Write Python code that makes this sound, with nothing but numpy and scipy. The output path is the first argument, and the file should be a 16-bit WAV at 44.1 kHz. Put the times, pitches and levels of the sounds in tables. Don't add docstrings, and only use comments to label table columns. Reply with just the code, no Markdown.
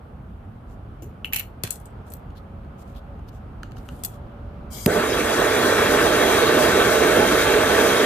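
import sys
import numpy as np
from scipy import signal
from scipy.fft import rfft, irfft, next_fast_len
from scipy.io import wavfile
from scipy.ndimage import uniform_filter1d

SR = 44100
rng = np.random.default_rng(int(sys.argv[2]) if len(sys.argv) > 2 else 0)


def store_wav(level_fs):
    pcm = np.round(np.clip(np.atleast_2d(level_fs), -1, 1) * 32767)
    wavfile.write(sys.argv[1], SR, pcm.T.astype(np.int16))


N = 355005
TIME = np.arange(N) / SR
HZ = np.fft.rfftfreq(1024, 1 / SR)
FRAME_S = np.arange(N // 256 + 5) * 256 / SR

# [f/Hz, level/dB]
TOWN_SPECTRUM = [(20, -11.5), (59, 1), (169, -13.5), (205, -10), (300, -21.5), (421, -21), (511, -24),
                 (760, -22.5), (1000, -28), (1310, -27.5), (1880, -40), (3010, -45), (4200, -53.5),
                 (15000, -83)]
# [f/Hz, left-right likeness 0-1]
TOWN_LIKENESS = [(100, .98), (260, .96), (500, .52), (850, .1), (8000, .15)]
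# [start t/s, end t/s, final f/Hz, level/dB before the town's channel trim]
WHINE_NOTES = [(2.33, 2.85, 557, -59), (2.88, 3.03, 559, -55), (3.07, 3.14, 560, -51),
               (3.88, 4.03, 571, -56), (4.13, 4.72, 579, -53.5)]
# [f/Hz, level/dB]
FAINT_HISS_SPECTRUM = [(4000, -16.5), (9000, -5.0), (13500, -3.5)]

# [t/s, level/dB before trims, length/s, rasp f/Hz]
SCUFF_EVENTS = [(0.717, -64.5, 0.065, 7000), (2.085, -60, 0.043, 8140), (2.38, -57.5, 0.043, 4040),
                (2.81, -55, 0.045, 7500), (2.898, -63.5, 0.076, 7500), (2.971, -55, 0.045, 3420),
                (3.29, -58, 0.024, 5000), (3.354, -62, 0.062, 7000), (3.782, -56, 0.04, 5220),
                (3.951, -59, 0.3, 8850), (4.137, -57.5, 0.064, 8000)]
# [f/Hz, level/dB]
SCUFF_SPECTRUM = [(1000, -27), (3200, 6), (6000, -2), (9000, -4.5), (14500, 3.5)]
# [t/s, level/dB before the trim, decay/s]
TICK_EVENTS = [(2.3051, -56, .003), (2.354, -58, .002), (2.648, -56.5, .001), (2.9516, -57, .002),
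               (2.9701, -57, .003), (3.1937, -55, 0.00091), (3.2857, -56, .002), (3.6326, -30, 0.00075),
               (3.7115, -49, .0008), (3.7196, -40.5, 0.001), (3.7688, -46, .002), (3.889, -31, 0.00066)]
# [f/Hz, level/dB]
TICK_BODY = [(300, -17), (1000, -6), (1300, 9), (1650, 3), (2200, -13.5), (2950, 2.5), (3500, -12),
             (4400, -6), (5300, -21), (6400, -9), (8300, -19), (10500, -25), (14500, -20)]

# [t/s, level/dB before the trim, low body level/dB, crack decay/s, rattle level/dB,
# left minus right level/dB, contact ring f/Hz, contact ring level/dB]
SPOOL_KNOCKS = [(1.022, -49, -7, 0.0024, 1.5, 5.5, 6500, 8.5),
                (1.2458, -31, 16, 0.0011, -27.5, 1.5, 2900, 14),
                (1.2525, -42, 6, 0.0028, -5.5, 2, 2840, 14), (1.3250, -36, 9.5, 0.0037, -9, -3, 3000, -2.5),
                (1.3332, -12.5, -2, 0.0014, -17, -0.5, 2380, 7),
                (1.3432, -21.5, 2.5, 0.0016, -12.5, -2.5, 7000, 2.5),
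                (1.3605, -12, -6.5, 0.0022, -21, 5.5, 6040, 4),
                (1.3642, -17, 1, 0.001, -18, -3.5, 2600, 8.5),
                (1.3742, -23.5, -4, 0.0012, -22.5, -8, 6000, 3),
                (1.3855, -26.5, 1, 0.0016, -19, -13, 14000, -3),
                (1.3948, -23, -1, 0.0033, -22.5, -0.5, 14000, 5),
                (1.4000, -28, 6.5, 0.0017, -13, 6, 12200, -2)]
# [f/Hz, width f/Hz, relative level/dB]
SPOOL_MODES = [(1900, 90, 3), (2330, 260, 9), (2652, 70, 7), (2780, 40, 6), (2860, 330, 8), (2920, 70, 5),
               (4050, 400, 0), (5980, 160, 2), (6988, 70, 5), (7370, 90, 5), (8400, 120, 3),
               (10400, 170, 9), (12208, 110, 16), (13300, 400, 6), (14050, 160, 11), (14400, 200, 12)]
# [f/Hz, relative level/dB, t60 t/s]
SPOOL_RING = [(860, 3, .25), (4247, 0, .33)]
# [t/s, level/dB]
SPOOL_JOLTS = [(1.3335, -47.5)]
TORCH_CLICKS = [(1.6356, -13.5, -3.5, 0.0015, -24.5, 6, 4530, 6),
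                (1.6380, -25, 14.5, 0.00052, -14.5, -3, 6100, 2),
                (1.673, -40.5, 13, 0.002, -4, 1, 2390, -3.5), (1.7046, -26, -8, .001, -19, 6.5, 8300, 4),
                (1.7064, -15, -16.5, 0.0015, -21.5, 8.5, 8100, 7),
                (1.7175, -30, -4.5, .0015, -12, -2, 8000, 0.5),
                (1.7250, -32, -9.5, .0018, -17, 3, 12500, 0), (1.7565, -40, -5, .003, -13, 6, 12000, 1),
                (1.8004, -46, -15, .0014, -19, 8, 11000, 10), (1.811, -52, -10, .002, -13, 4, 12500, 3),
                (1.856, -42.5, -4, 0.0016, -19, 8, 7900, 8), (2.1012, -45.5, -26, .0015, -12, 10, 8150, 7),
                (2.119, -47, 0, .003, -7, 2, 13000, 6), (2.1368, -28.5, -11, 0.0011, -26, 4, 13400, 10),
                (4.0362, -23, -10, 0.0025, -14, 5, 7930, 4), (4.0475, -21, -10.5, 0.0036, -17, 4, 13500, 6)]
# [f/Hz, width f/Hz, relative level/dB]
TORCH_MODES = [(1600, 200, 6), (2650, 250, 5), (3400, 40, 10), (4200, 130, 9), (6100, 70, 8),
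               (6950, 110, 11), (8027, 90, 15), (8450, 200, 8), (9800, 250, 8), (10900, 200, 8),
               (12340, 200, 9), (12900, 150, 9), (13700, 500, 5)]
# [f/Hz, relative level/dB, t60 t/s]
TUBE_RING = [(3381, 0, .4), (3440, -5, .2)]
# [t/s, level/dB]
TUBE_JOLTS = [(1.636, -48), (4.04, -58)]
# [t/s, level/dB, low f/Hz, top f/Hz, decay/s]
BUMPS = [(1.022, -40.5, 320, 470, 0.05), (1.6366, -25, 70.2, 700, 0.0064)]

# [f/Hz, level/dB]
SNAP_SPECTRUM = [(1000, -3.0), (3000, -5.0), (7000, -9.5), (11000, -3), (13500, 1), (15000, -4)]
# [f/Hz, level/dB]
COLD_GAS_SPECTRUM = [(900, 0), (1850, -12), (2220, 4), (2600, -16), (3250, 4), (3650, -8), (4050, 2),
                     (4400, -5), (4750, 8), (5200, 0), (6750, 5), (8600, 2), (9400, 1), (11500, -3),
                     (13000, 7), (14600, -5)]
# [f/Hz, level/dB]
FLAME_SPECTRUM = [(20, -49), (55, -10), (140, -9), (270, -4), (425, 3), (700, -5), (1000, -10), (1600, -8),
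                  (2200, -12), (3600, -18), (5500, -25), (9000, -25.5), (14500, -28)]
# [f/Hz, likeness 0-1, left lead/rad]
FLAME_PAIR = [(60, .98, 0), (300, .99, -.12), (600, .96, -.33), (740, .85, -.1), (840, .9, 1.7),
              (1300, .93, .6), (2000, .88, .1), (2600, .8, 1.2), (3500, .76, 1.7), (4150, .65, 1.1),
              (4450, .6, 3.7), (7000, .42, 2.4), (10000, .48, 3.2), (14000, .42, 3.0)]
# [f/Hz, width f/Hz, left level/dB, right level/dB]
FLAME_COLOUR = [(82, 58, -4, -0.3), (546, 60, -7, -5.5), (660, 200, -0.5, 7.5), (765, 44, -39, -4),
                (977, 40, 1, -6.5), (1182, 22, 5, 7.5), (1557, 112, 4, -1), (2016, 78, -7, -2.5),
                (2370, 80, 0.5, 6), (2440, 66, -9.5, -4.5), (3095, 156, -8, -1), (3300, 81, 8, 9.5),
                (3780, 53, 10, 5.5), (4070, 310, -4, 4), (4200, 39, -19, 3.5), (5170, 47, 5.5, -5),
                (5460, 280, 0.5, -27), (5870, 35, 6.5, -14), (6175, 82, 8.5, -6), (6530, 50, 2, 17),
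                (6580, 235, 2.5, -15), (7840, 110, 5, -5), (8310, 370, -3, -33), (8740, 310, 4, 7),
                (10960, 510, 1.5, -11), (12400, 270, 3, -12)]
# [f/Hz, width f/Hz, level/dB]
PIPE_MODES = [(265, 22, 3), (455, 50, 2.5), (604, 14, 6), (832, 30, 4), (981, 30, 3), (1053, 27, 4.5),
              (1318, 40, 3), (1502, 22, 3), (1847, 38, 4), (2053, 38, 3), (2633, 60, 3)]
# [t/s, distance/m]
REACH = [(4.9, 0.25), (5.15, 0.23), (5.6, 0.16), (6.2, 0.14), (8.05, 0.14)]
# [t/s, change of level/dB]
HISS_SWEEPS = [(6.35, 1.5), (6.51, -1.5), (6.63, 2), (6.95, 1.5), (7.39, 1.5), (7.58, -2), (7.83, 2.5)]

RUMBLE_DB, RUMBLE_DB_PER_S = -38.5, 0.49
WASH_DB, WASH_DB_PER_S = -50.5, 0.74
TOWN_GROWS_S = 6.2
WHINE_HZ_PER_S, WHINE_FADE_S = 8, .03
LIGHT_S = 4.8603
FILL_S, SWEEP_S = .04, 0.047
WORK_M = .15
ROAR_DB, ROAR_FALL_DB = -18.5, 5
RUSH_DB, RUSH_FALL_DB = -23.5, 6
HISS_DB, HISS_FALL_DB = -35.5, 5.5
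EDGE_HZ = 14620


def gain_of(db):
    return 10 ** (np.asarray(db) / 20)


def evened(x):
    return x / np.sqrt(np.mean(x ** 2) + 1e-20)


def read(points, hz, axis=1):
    table = np.transpose(points)
    return np.interp(np.log(hz + 1), np.log(table[0] + 1), table[axis])


def add(mix, s, sound):
    part = mix[:, round(s * SR):][:, :sound.shape[1]]
    part += sound[:, :part.shape[1]]


def band(x, lo_hz, hi_hz):
    size = next_fast_len(N)
    hz = np.fft.rfftfreq(size, 1 / SR)
    kept = (hz >= lo_hz) & (hz < hi_hz)
    return irfft(rfft(x, size) * kept, size)[..., :N]


def drift(rate):
    return evened(np.interp(TIME * rate, np.arange(4000), rng.standard_normal(4000)))


def patches():
    z = rng.standard_normal((len(FRAME_S), len(HZ)))
    long = uniform_filter1d(z, size=9, axis=0)
    return evened(uniform_filter1d(long, size=14, axis=1))


def noise_pair(field_db, likeness, lead=0):
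    a, b, c, d = rng.standard_normal((4, len(FRAME_S), len(HZ)))
    likeness = np.clip(likeness, -1, 1)
    left, stranger = a + 1j * b, c + 1j * d
    right = (likeness * left + np.sqrt(1 - likeness ** 2) * stranger) * np.exp(-1j * lead)
    z = np.array([left, right]) * gain_of(field_db)
    return signal.istft(z.swapaxes(1, 2), nperseg=1024, noverlap=768)[1][:, :N]


def bump(hz, centre_hz, db, octaves=0.19):
    return gain_of(db * np.exp(-.5 * (np.log2((hz + 1) / centre_hz) / octaves) ** 2))


def yard(x, wet_db=-15, fade_s=0.027, top_hz=6000):
    t = np.arange(4096) / SR
    signs = rng.choice([-1., 1.], (2, len(t)))
    present = rng.random((2, len(t))) < 2000 / SR
    taps = signs * present * (t > .004) * np.exp(-t / fade_s)
    taps = taps + 0.61 * taps[::-1]
    taps /= np.linalg.norm(taps, axis=1, keepdims=True)
    low_pass = signal.butter(1, min(top_hz, .5 * SR - 1), fs=SR)
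    taps = signal.lfilter(*low_pass, taps)
    return x + gain_of(wet_db) * signal.oaconvolve(x, taps, axes=1)[:, :N]


def faint_hiss(level_db=-74):
    return gain_of(level_db) * evened(noise_pair(read(FAINT_HISS_SPECTRUM, HZ), 0))


def whine(waver_hz=3.47, waver_db=0.5):
    out = np.zeros(N)
    wander, flicker = waver_hz * drift(22), waver_db * drift(20)
    for start, end, hz, db in WHINE_NOTES:
        turns = np.cumsum(hz + WHINE_HZ_PER_S * (TIME - end) + wander) / SR
        gate = np.clip(np.minimum(TIME - start, end - TIME) / WHINE_FADE_S + .5, 0, 1)
        out += np.sqrt(2) * np.sin(2 * np.pi * turns) * gate * gain_of(db + flicker)
    return out


def town(left_db=-0.5, right_db=.5, swell_db=0.44):
    air = noise_pair(read(TOWN_SPECTRUM, HZ) + 0.83 * patches(), read(TOWN_LIKENESS, HZ))
    low, high = band(air, 0, 340), band(air, 340, SR)
    growing_s = np.minimum(TIME, TOWN_GROWS_S)
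    rumble = evened(low) * gain_of(RUMBLE_DB + RUMBLE_DB_PER_S * growing_s + 0.83 * drift(15))
    wash = evened(high) * gain_of(WASH_DB + WASH_DB_PER_S * growing_s + swell_db * drift(2.41))
    return (rumble + wash + whine()) * gain_of([[left_db], [right_db]])


def scuffs(level_db=1, rasp_db=8, clump=0.28, grains_per_s=2500, rub_db=-3, pan_db=2):
    out, t = np.zeros((2, N)), np.arange(SR) / SR - .5
    hz = np.fft.rfftfreq(SR, 1 / SR)
    for s, db, length_s, rasp_hz in SCUFF_EVENTS:
        clumps = np.exp(clump * np.interp(t, np.linspace(-.5, .5, num=200), rng.standard_normal(200)))
        grit = evened((rng.random(SR) < grains_per_s / SR) * rng.standard_normal((2, SR)))
        rub = gain_of(rub_db) * rng.standard_normal((2, SR))
        colour = gain_of(read(SCUFF_SPECTRUM, hz)) * bump(hz, rasp_hz, rasp_db, octaves=0.33)
        scrape = irfft(rfft((grit + rub) * clumps) * colour)
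        stroke = np.exp(-(2 * t / length_s) ** 2)
        add(out, s - .5, gain_of(db + level_db) * evened(scrape) * stroke)
    return out * gain_of([[pan_db], [-pan_db]])


def ticks(level_db=1.0, tail_db=-27, scatter_db=-5):
    out, t = np.zeros((2, N)), np.arange(8192) / SR
    body = evened(gain_of(read(TICK_BODY, np.fft.rfftfreq(len(t), 1 / SR))))
    log_body = np.log(np.r_[body, body[-2:0:-1]])
    causal = np.exp(np.conj(signal.hilbert(log_body)))[:len(body)]
    for s, db, decay_s in TICK_EVENTS:
        burst = rng.standard_normal(len(t)) + 1.7 * rng.standard_normal((2, len(t)))
        burst *= gain_of(scatter_db) * np.exp(-t / decay_s) + gain_of(tail_db) * np.exp(-t / 0.037)
        burst[:, 0] += np.sqrt(decay_s * SR / 2)
        add(out, s, gain_of(db + level_db) * irfft(rfft(burst) * causal))
    return out


def knocks(rows, modes, tail_s, direct_db, wall_db, contact=0.14, chatter=0.44):
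    out, t = np.zeros((2, N)), np.arange(24576) / SR
    hz = np.fft.rfftfreq(len(t), 1 / SR)
    resonances = sum(gain_of(db) / (1 + 2j * (hz - f) / width) for f, width, db in modes)
    body = gain_of(direct_db) + resonances
    body = body / np.sqrt(np.mean(abs(body) ** 2))
    body = body * (1j * hz / (1100 + 1j * hz)) ** 2
    for s, db, low_db, crack_s, rattle_db, pan_db, contact_hz, contact_db in rows:
        tail = np.exp(-t / tail_s) + gain_of(wall_db) * np.exp(-t / .05)
        fall = np.exp(-t / crack_s) + gain_of(rattle_db) * tail
        uneven = np.interp(t, np.linspace(0, t[-1], num=400), rng.standard_normal(400))
        bounces = np.where(t > 2 * crack_s, evened(np.exp(chatter * uneven)), 1)
        blow = rng.standard_normal((2, len(t))) * fall * (1 - np.exp(-t / 0.00061)) * bounces
        blow[:, 8] += contact * np.sqrt(crack_s * SR / 2)
        weight = gain_of(low_db / (1 + (hz / 4300) ** 4)) * bump(hz, contact_hz, contact_db)
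        sound = irfft(rfft(blow) * body * weight) * np.clip((.5 - t) / .1, 0, 1)
        add(out, s, sound * gain_of([[db + pan_db / 2], [db - pan_db / 2]]))
    return out


def after_ring(modes, jolts):
    out, t = np.zeros((2, N)), np.arange(SR) / SR
    for s, db in jolts:
        ring = np.zeros(SR)
        for hz, mode_db, t60 in modes:
            ring += gain_of(mode_db) * np.exp(-np.log(1000) * t / t60) * np.sin(2 * np.pi * hz * t)
        add(out, s, gain_of(db) * ring * np.ones((2, 1)))
    return out


def puff(s, db, low_hz, top_hz, decay_s):
    out, t = np.zeros((2, N)), np.arange(SR // 2) / SR
    between = signal.butter(3, [low_hz, top_hz], "bandpass", fs=SR, output="sos")
    noise = evened(signal.sosfilt(between, rng.standard_normal(SR))[-len(t):])
    shape = (1 - np.exp(-t / 0.0017)) * np.exp(-t / decay_s)
    add(out, s, gain_of(db) * noise * shape * np.ones((2, 1)))
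    return out


def thump(db, start_hz, end_hz, decay_s, sink_s):
    t = np.arange(SR // 4) / SR
    turns = np.cumsum(end_hz + (start_hz - end_hz) * np.exp(-t / sink_s)) / SR
    push = np.sin(2 * np.pi * turns) * (1 - np.exp(-t / 0.0031)) * np.exp(-t / decay_s)
    return gain_of(db) * push * np.ones((2, 1))


def handling(spool_db=3, torch_db=3):
    spool = knocks(SPOOL_KNOCKS, SPOOL_MODES, tail_s=0.025, direct_db=-7.0, wall_db=-40.5)
    torch = knocks(TORCH_CLICKS, TORCH_MODES, tail_s=0.023, direct_db=5.5, wall_db=-36.0)
    out = gain_of(spool_db) * spool + gain_of(torch_db) * torch
    add(out, 1.6372, thump(db=-18, start_hz=180, end_hz=100, decay_s=.011, sink_s=0.0038))
    rings = after_ring(SPOOL_RING, SPOOL_JOLTS) + after_ring(TUBE_RING, TUBE_JOLTS)
    return out + rings + sum(puff(*row) for row in BUMPS)


def ignition(snap_db=-11, snap_s=0.0015):
    out = puff(4.866, db=-15.5, low_hz=60, top_hz=430, decay_s=.022)
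    add(out, 4.8627, thump(db=6, start_hz=320, end_hz=25, decay_s=.0036, sink_s=.0046))
    t = np.maximum(TIME - LIGHT_S, 0)
    snap = evened(noise_pair(read(SNAP_SPECTRUM, HZ), 0.12))
    shape = (t / snap_s) ** 2 * np.exp(2 - 2 * t / snap_s)
    return out + gain_of(snap_db) * snap * shape


def flame_colour(wander=0.013):
    colour = np.zeros((2, len(HZ)))
    for hz, width, left, right in FLAME_COLOUR:
        colour += np.array([[left], [right]]) * np.exp(-.5 * ((HZ - hz) / width) ** 2)
    sway = rng.standard_normal((len(FRAME_S), len(HZ)))
    sway = evened(uniform_filter1d(uniform_filter1d(sway, size=70, axis=0), size=60, axis=1))
    return np.array([np.interp(HZ * (1 + wander * sway), HZ, side) for side in colour])


def catching(dull_db=-11, fill_hz=3500, eddy_db=1, sputter_db=2.0, settle_s=0.47):
    age_s = np.maximum(FRAME_S - LIGHT_S, 0)[:, None]
    dull = dull_db * np.exp(-age_s / FILL_S) * np.exp(-2 * np.log2((HZ + 1) / fill_hz) ** 2)
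    return dull + (eddy_db + sputter_db * np.exp(-age_s / settle_s)) * patches()


def pipe(x):
    lifted = x
    for hz, width, db in PIPE_MODES:
        lifted = lifted + (gain_of(db) - 1) * signal.lfilter(*signal.iirpeak(hz, hz / width, SR), x)
    return lifted


def cold_gas(gas_db=-40, spit_db=2.5):
    jet = evened(yard(noise_pair(read(COLD_GAS_SPECTRUM, HZ) + spit_db * patches(), 0.16)))
    valve = np.clip((TIME - 4.701) / 0.029, 0, 1)
    return valve * jet * gain_of([[gas_db + 4.0], [gas_db - 0.5]])


def flame(flutter_db=.5, surge_db=0.65, fizz_db=0.56, roar_catch_s=0.015, rush_catch_s=0.015):
    field_db = read(FLAME_SPECTRUM, HZ) + flame_colour() + catching()
    likeness, lead = read(FLAME_PAIR, HZ), read(FLAME_PAIR, HZ, axis=2)
    stream = pipe(yard(noise_pair(field_db, likeness, lead)))
    mid = stream.mean(0)
    roar = band(stream, 0, 900) / band(mid, 200, 800).std()
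    rush = band(stream, 900, 4500) / band(mid, 1000, 3000).std()
    hiss = band(stream, 4500, SR) / band(mid, 6000, 14000).std()
    burning_s = np.maximum(TIME - LIGHT_S, 0)
    lit = 1 - np.exp(-burning_s / roar_catch_s)
    rush_lit = 1 - np.exp(-burning_s / rush_catch_s)
    distance_m = np.interp(TIME, *np.transpose(REACH))
    doublings = np.log2(np.maximum(distance_m / WORK_M, .1))
    flutter = flutter_db * drift(70)
    sweeps = sum(db * np.exp(-.5 * ((TIME - s) / SWEEP_S) ** 2) for s, db in HISS_SWEEPS)
    roar = roar * gain_of(ROAR_DB - ROAR_FALL_DB * doublings + flutter + surge_db * drift(18))
    rush = rush * gain_of(RUSH_DB - RUSH_FALL_DB * doublings + flutter) * rush_lit
    hiss = hiss * gain_of(HISS_DB - HISS_FALL_DB * doublings + sweeps + fizz_db * drift(40))
    return lit * (roar + rush + hiss) + (1 - lit) * cold_gas()


def scene():
    return faint_hiss() + town() + scuffs() + ticks() + handling() + ignition() + flame()


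def record(dry, low_cut_hz=39):
    low_cut = signal.butter(4, low_cut_hz, "highpass", fs=SR, output="sos")
    edge = signal.firwin(1023, EDGE_HZ, window=("kaiser", 7), fs=SR)
    limited = np.clip(signal.sosfilt(low_cut, dry), -1, 1)
    return signal.oaconvolve(limited, edge[None], "same")


dry = scene()
out = record(dry)
store_wav(out)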